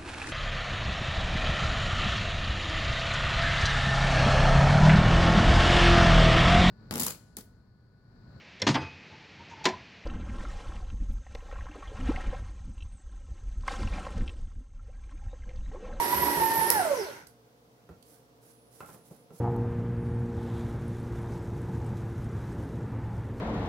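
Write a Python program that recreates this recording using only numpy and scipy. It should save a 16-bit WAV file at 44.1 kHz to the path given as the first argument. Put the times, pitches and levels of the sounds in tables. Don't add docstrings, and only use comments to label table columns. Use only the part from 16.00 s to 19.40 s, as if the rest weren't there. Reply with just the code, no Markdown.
import sys
import numpy as np
from scipy import signal
from scipy.fft import rfft, irfft
from scipy.io import wavfile
from scipy.ndimage import uniform_filter1d

SR = 44100
rng = np.random.default_rng(int(sys.argv[2]) if len(sys.argv) > 2 else 0)


def waveform_to_disk(signal):
    frames = np.transpose(np.atleast_2d(signal))
    scaled = np.clip(frames, -1, 1) * 32767
    samples = np.round(scaled).astype(np.int16)
    wavfile.write(sys.argv[1], SR, samples)


N = 149940
T = np.arange(N) / SR
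BINS_HZ = np.maximum(np.arange(N // 2 + 1) * SR / N, 1)
SWITCH_OFF_S = 0.7028
UNLOADED = np.interp(T, [SWITCH_OFF_S, 0.82], [0, 1])
WHINE_JITTER = 0.0037


def amp(db):
    return 10 ** (np.asarray(db) / 20)


def unit(x):
    return x / np.sqrt(np.mean(x ** 2) + 1e-20)


def curve(rows):
    return np.interp(T, *np.transpose(rows))


def per_bin(points):
    hz, value = np.transpose(points)
    return np.interp(np.log(BINS_HZ), np.log(hz), value)


def drift(hz):
    return unit(irfft(rfft(rng.standard_normal(N)) / (1 + (BINS_HZ / hz) ** 2), N))


def pan(db):
    gains = amp(np.array([[0.5], [-0.5]]) * db)
    return gains / np.sqrt(np.mean(gains ** 2, axis=0))


def noise(colour, likeness=0, pan_db=0):
    mid, side = rfft(rng.standard_normal((2, N)))
    likeness = np.clip(likeness, -0.99, 0.99)
    pair = np.sqrt(1 + likeness) * mid + np.sqrt(1 - likeness) * side * [[1], [-1]]
    return unit(irfft(pair * amp(per_bin(colour)) * pan(pan_db), N))


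def resonate(x, hz, width_hz):
    r = np.exp(-np.pi * width_hz / SR)
    feedback = [1, -2 * r * np.cos(2 * np.pi * hz / SR), r * r]
    return signal.lfilter(np.array([1, 0, -1]) * (1 - r * r) / 2, feedback, x + 1e-18)


def band(x, hz, width_hz):
    return unit(resonate(resonate(x, hz, width_hz), hz, width_hz))


def decay(start_s, fade_s):
    return (T >= start_s) * np.exp(-np.log(1000) * np.maximum(T - start_s, 0) / fade_s)


def kitchen(x, echo_db, fade_s=0.32):
    tail = (rng.standard_normal((2, N)) * decay(0.0078, fade_s))[:, :SR]
    tail /= np.sqrt(np.sum(tail ** 2, axis=1, keepdims=True))
    return x + amp(echo_db) * signal.fftconvolve(np.atleast_2d(x), tail, axes=1)[:, :N]


def turning(hz, jitter, jitter_hz=70):
    return 2 * np.pi * np.cumsum(hz * (1 + jitter * drift(jitter_hz))) / SR


# time_s, pitch_hz
MOTOR_SPEED = [(0, 952), (.075, 949), (.14, 981), (.22, 982), (.26, 963), (.365, 952), (.425, 902),
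               (.57, 909), (.62, 887), (.675, 908), (.716, 946), (.76, 860), (.848, 664), (.92, 563),
               (1.026, 405), (1.08, 300), (1.2, 140), (1.29, 3)]
# time_s, level_db
WHINE_LEVEL = [(0, -25.5), (.1, -36), (.135, -22.5), (.17, -32.5), (.22, -26.5), (.31, -32), (.39, -28),
               (.42, -21), (.52, -27.5), (.63, -28), (.68, -30.5), (.78, -22.5), (.88, -30.5), (.922, -22),
               (.952, -37.5), (1.015, -25.5), (1.054, -52.5), (1.25, -85)]
OCTAVE_LEVEL = [(0, -39), (.38, -36.5), (.62, -32), (.72, -32), (.84, -33), (.9, -43.5), (.96, -35.5),
                (1.04, -49), (1.09, -38), (1.16, -64.5)]


def gear_whine(hz):
    teeth_per_throb, throb_depth_db, left_lag_s = 45, 3.2, 0.00019
    jitter = WHINE_JITTER + 0.018 * UNLOADED
    phase = turning(hz, jitter) - 2 * np.pi * hz * np.array([[left_lag_s], [0]])
    throb_db = throb_depth_db * np.cos(phase / teeth_per_throb) * (T < SWITCH_OFF_S)
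    tone = amp(curve(WHINE_LEVEL) + throb_db + 2.5 * drift(71)) * np.sin(phase) * pan(-5.5)
    octave = amp(curve(OCTAVE_LEVEL) + 2 * drift(35)) * np.sin(2 * phase)
    moving = T < MOTOR_SPEED[-1][0]
    return kitchen((tone + octave) * moving, echo_db=-7.5)


# multiple_of_shaft_speed, level_db
SHAFT_TONES = [(1, -59.5), (2, -44.5), (3, -54.5), (4, -60.5)]
# pitch_hz, width_hz, level_db
HOUSING_RINGS = [(181.8, 14.5, -51.5), (240.8, 8.5, -49.5), (291.3, 12, -45), (357.2, 6, -42.5),
                 (411.5, 8.8, -51.5), (579, 34, -50), (1382, 29, -52.5), (5650, 600, -63.5)]


def shaft_and_housing(hz, slowing):
    teeth, fall_db = 5, 56.5
    phase = turning(hz / teeth, jitter=0.021)
    shaft = sum(amp(db + drift(21)) * np.sin(k * phase) for k, db in SHAFT_TONES)
    housing = sum(amp(db) * band(rng.standard_normal(N), pitch, width)
                  for pitch, width, db in HOUSING_RINGS)
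    return kitchen((shaft + housing) * amp(fall_db * slowing) * pan(-4.5), echo_db=-12)


# pitch_hz, relative_db
FRICTION_COLOUR = [(40, -35.5), (64, -17.5), (263, -19.5), (380, -8), (693, -17), (900, -5.5), (1260, -20),
                   (1860, -15.5), (2220, -20.5), (2900, -21.5), (3390, -24.5), (5700, -22), (6500, -27.5),
                   (7350, -29), (8100, -21.5), (11000, -19), (12700, -19.5), (15000, -32.5)]
# pitch_hz, likeness
FRICTION_LIKENESS = [(60, 1), (290, 1), (640, 0.68), (1410, 0.0289)]
# pitch_hz, left_minus_right_db
FRICTION_BALANCE = [(60, -9), (120, 2.5), (240, 5), (480, -5.5), (950, -6), (1890, 0), (3770, 2.5),
                    (7520, -5), (15000, -13)]


def friction(hz, slowing):
    split_hz, rattle_fall_db, sizzle_fall_db = 7000, 26.5, 34
    rubbing = noise(FRICTION_COLOUR, per_bin(FRICTION_LIKENESS), per_bin(FRICTION_BALANCE))
    low = irfft(rfft(rubbing) / (1 + (BINS_HZ / split_hz) ** 10), N)
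    rattle = low * amp(-31.5 + rattle_fall_db * slowing + 1.5 * drift(79))
    sizzle = (rubbing - low) * amp(-34 + sizzle_fall_db * slowing + 1.5 * drift(119.1))
    tooth_pulse = 1 + 0.17 * np.sin(turning(hz, WHINE_JITTER))
    return kitchen(rattle + sizzle * tooth_pulse, echo_db=-6, fade_s=0.25)


# multiple_of_whine_pitch, level_db
BRUSH_TONES = [(11, -48.5), (12, -40.5), (13, -42.5), (14, -51.5)]


def brushes(hz):
    jitter, fade_db_per_s = 0.006 + 0.037 * UNLOADED, 21.5
    tones = sum(amp(db + 4.1 * drift(48.77)) * np.sin(k * turning(hz, jitter, jitter_hz=300))
                for k, db in BRUSH_TONES)
    motor = resonate(tones, hz=10600, width_hz=3000) + 2 * resonate(tones, hz=11754, width_hz=180)
    casing = amp(-3) * resonate(tones, hz=5400, width_hz=1100)
    fade = amp(-fade_db_per_s * np.maximum(T - SWITCH_OFF_S, 0))
    return kitchen((motor * pan(-17) + casing * pan(-2)) * fade, echo_db=-2.5, fade_s=0.25)


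# pitch_hz, level_db
HUM_TONES = [(60, -77.5), (120, -70), (240, -75.5), (455, -75), (707, -75.5)]
# pitch_hz, relative_db
AIR_COLOUR = [(40, -21), (60, -9), (86, -24), (122, -4), (206, -11), (291, -7), (382, -15), (454, -3),
              (643, -15), (845, -15.5), (2110, -26.5), (5700, -28.5), (7500, -33.5), (15000, -32)]
# pitch_hz, likeness
AIR_LIKENESS = [(60, 0.26), (180, 1), (550, 0.62), (1650, -0.51), (4970, 0.087), (15000, -0.23)]


def room_tone():
    hum = sum(amp(db) * np.sqrt(2) * np.sin(2 * np.pi * (hz * T + rng.random())) for hz, db in HUM_TONES)
    return hum + amp(-61) * noise(AIR_COLOUR, per_bin(AIR_LIKENESS), pan_db=-1.12)


def blows(starts_s, levels_db, fade_s):
    return sum(amp(db) * decay(start, fade_s) for start, db in zip(starts_s, levels_db))


# start_s, thud_db, ring_db, boom_db
KNOCKS = [(0.149, -49, -70, -39.5), (.215, -35.5, -70, -41.5), (0.363, -39.5, -68, -40),
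          (0.574, -37.5, -70, -44), (1.891, -45.5, -51.5, -51.5), (2.805, -50, -37.5, -59.5),
          (2.889, -53, -50, -80), (2.943, -52, -57.5, -79), (3.11, -45.5, -67.5, -72.5),
          (3.306, -47, -56.5, -61.5)]
# pitch_hz, relative_db
THUD_COLOUR = [(70, -44.5), (160, 8.5), (260, -7), (480, -3), (800, -16), (2000, -45.5)]
CLATTER_COLOUR = [(200, -6), (900, -1.5), (1400, -6.5), (1900, -10), (4500, -25.5)]


def knocks():
    starts, thud_db, ring_db, boom_db = np.transpose(KNOCKS)
    thud_level = uniform_filter1d(blows(starts, thud_db, fade_s=0.25), size=150)
    thuds = noise(THUD_COLOUR, likeness=0.94, pan_db=-2) * thud_level
    boom_level = uniform_filter1d(blows(starts, boom_db, fade_s=0.32), size=600)
    booms = band(rng.standard_normal(N), hz=66.6, width_hz=45) * boom_level
    clack = blows(starts, ring_db - 7, fade_s=0.017)
    scrape = blows(starts, ring_db - 11.5, fade_s=0.4) * amp(-drift(140))
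    clatter = noise(CLATTER_COLOUR, likeness=0.55, pan_db=-1.92) * (clack + scrape)
    ring = kitchen(bowl_ring(starts, ring_db) * pan(-2.6), echo_db=1, fade_s=0.25)
    return thuds + booms + clatter + ring


# pitch_hz, relative_db
BOWL_NOTES = [(537, -9.5), (800, -8), (1034, -5), (1233, -11.5), (1370, -1.5), (1600, -17.5), (2660, -18)]


def bowl_ring(starts_s, levels_db, fade_s=0.05, detune=0.012):
    out, t = np.zeros(N + SR), T[:SR // 10]
    hz, note_db = np.transpose(BOWL_NOTES)
    for start, db in zip(starts_s, levels_db):
        pitches = hz * (1 + detune * rng.uniform(-1, 1, len(hz)))
        gains = amp(db + note_db) * rng.choice([-1, 1], len(hz))
        ring = gains @ np.sin(2 * np.pi * np.outer(pitches, t))
        out[int(start * SR) + np.arange(len(t))] += ring * np.exp(-np.log(1000) * t / fade_s)
    return out[:N]


# pitch_hz, relative_db
SNAP_COLOUR = [(4200, -24), (5500, 0), (7000, -25), (8000, -4), (11000, 0.5), (15500, -2.5)]


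def lever_snap():
    snap = noise(SNAP_COLOUR, likeness=1) * amp(-4) * decay(SWITCH_OFF_S, fade_s=0.008)
    return kitchen(snap * pan(-10), echo_db=-5.5, fade_s=0.2)


# time_s, level_db
RASP_LEVEL = [(.72, -41), (.85, -44), (1.0, -45.5), (1.17, -53.5), (1.24, -60.5), (1.3, -82)]
# pitch_hz, width_hz, relative_db
RASP_RINGS = [(1494, 370, 4.5), (1920, 470, 0), (5900, 1100, -4.5)]


def coasting_gears(hz):
    teeth = rng.standard_normal((2, N)) * (1 + np.sin(turning(hz, jitter=0.0225))) ** 2
    rasp = sum(amp(db) * band(teeth, pitch, width) for pitch, width, db in RASP_RINGS)
    return kitchen(unit(rasp) * amp(curve(RASP_LEVEL)) * (T > SWITCH_OFF_S), echo_db=-5)


# start_s, level_db, pitch_hz
TICKS = [(1.271, -45.5, 10450), (1.269, -50.5, 5370), (2.026, -53, 3770), (2.026, -54, 9920),
         (2.86, -50, 10400), (2.888, -61, 10500), (2.901, -56, 10400), (2.936, -61, 12000)]


def ticks():
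    out = np.zeros((2, N))
    for start, db, hz in TICKS:
        ring = unit(resonate(rng.standard_normal((2, N)), hz, width_hz=hz / 3))
        out += amp(db) * ring * decay(start, fade_s=0.027)
    return kitchen(out * pan(-8), echo_db=-5, fade_s=0.25)


# start_s, end_s, level_db
STROKES = [(2.04, 2.159, -60), (2.404, 2.509, -61.5), (2.702, 2.813, -59), (2.85, 2.944, -57.5),
           (3.034, 3.167, -63), (3.32, 3.4, -58)]
# pitch_hz, relative_db
RUB_COLOUR = [(500, 5.5), (1500, -5), (3000, -8), (5500, -1), (7500, -1), (10300, 4), (12000, 1),
              (15500, -2)]
# time_s, level_db
HISS_LEVEL = [(2.38, -97.5), (2.46, -69), (2.9, -70.5), (3.22, -72.5), (3.33, -91)]


def hand_slides(rise_s=0.033, fade_s=0.31):
    pressure = sum(amp(db) * np.clip((T - start) / rise_s, 0, 1) * ((T < end) + decay(end, fade_s))
                   for start, end, db in STROKES)
    rub = noise(RUB_COLOUR) * pressure * amp(1.5 * drift(68))
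    hiss = band(rng.standard_normal((2, N)), hz=10200, width_hz=1100) * amp(curve(HISS_LEVEL))
    return (rub + hiss) * pan(-6)


def scene():
    hz = curve(MOTOR_SPEED)
    slowing = np.log10(hz / hz[0])
    mixer = gear_whine(hz) + shaft_and_housing(hz, slowing) + friction(hz, slowing)
    mixer += brushes(hz) + coasting_gears(hz)
    return mixer + lever_snap() + ticks() + knocks() + hand_slides() + room_tone()


def record(dry, low_cut_hz=59, high_cut_hz=15750):
    dry = signal.sosfilt(signal.butter(4, low_cut_hz, "high", fs=SR, output="sos"), dry)
    return signal.sosfilt(signal.ellip(10, 0.1, 70, high_cut_hz, fs=SR, output="sos"), dry)


dry = scene()
out = record(dry)
waveform_to_disk(out)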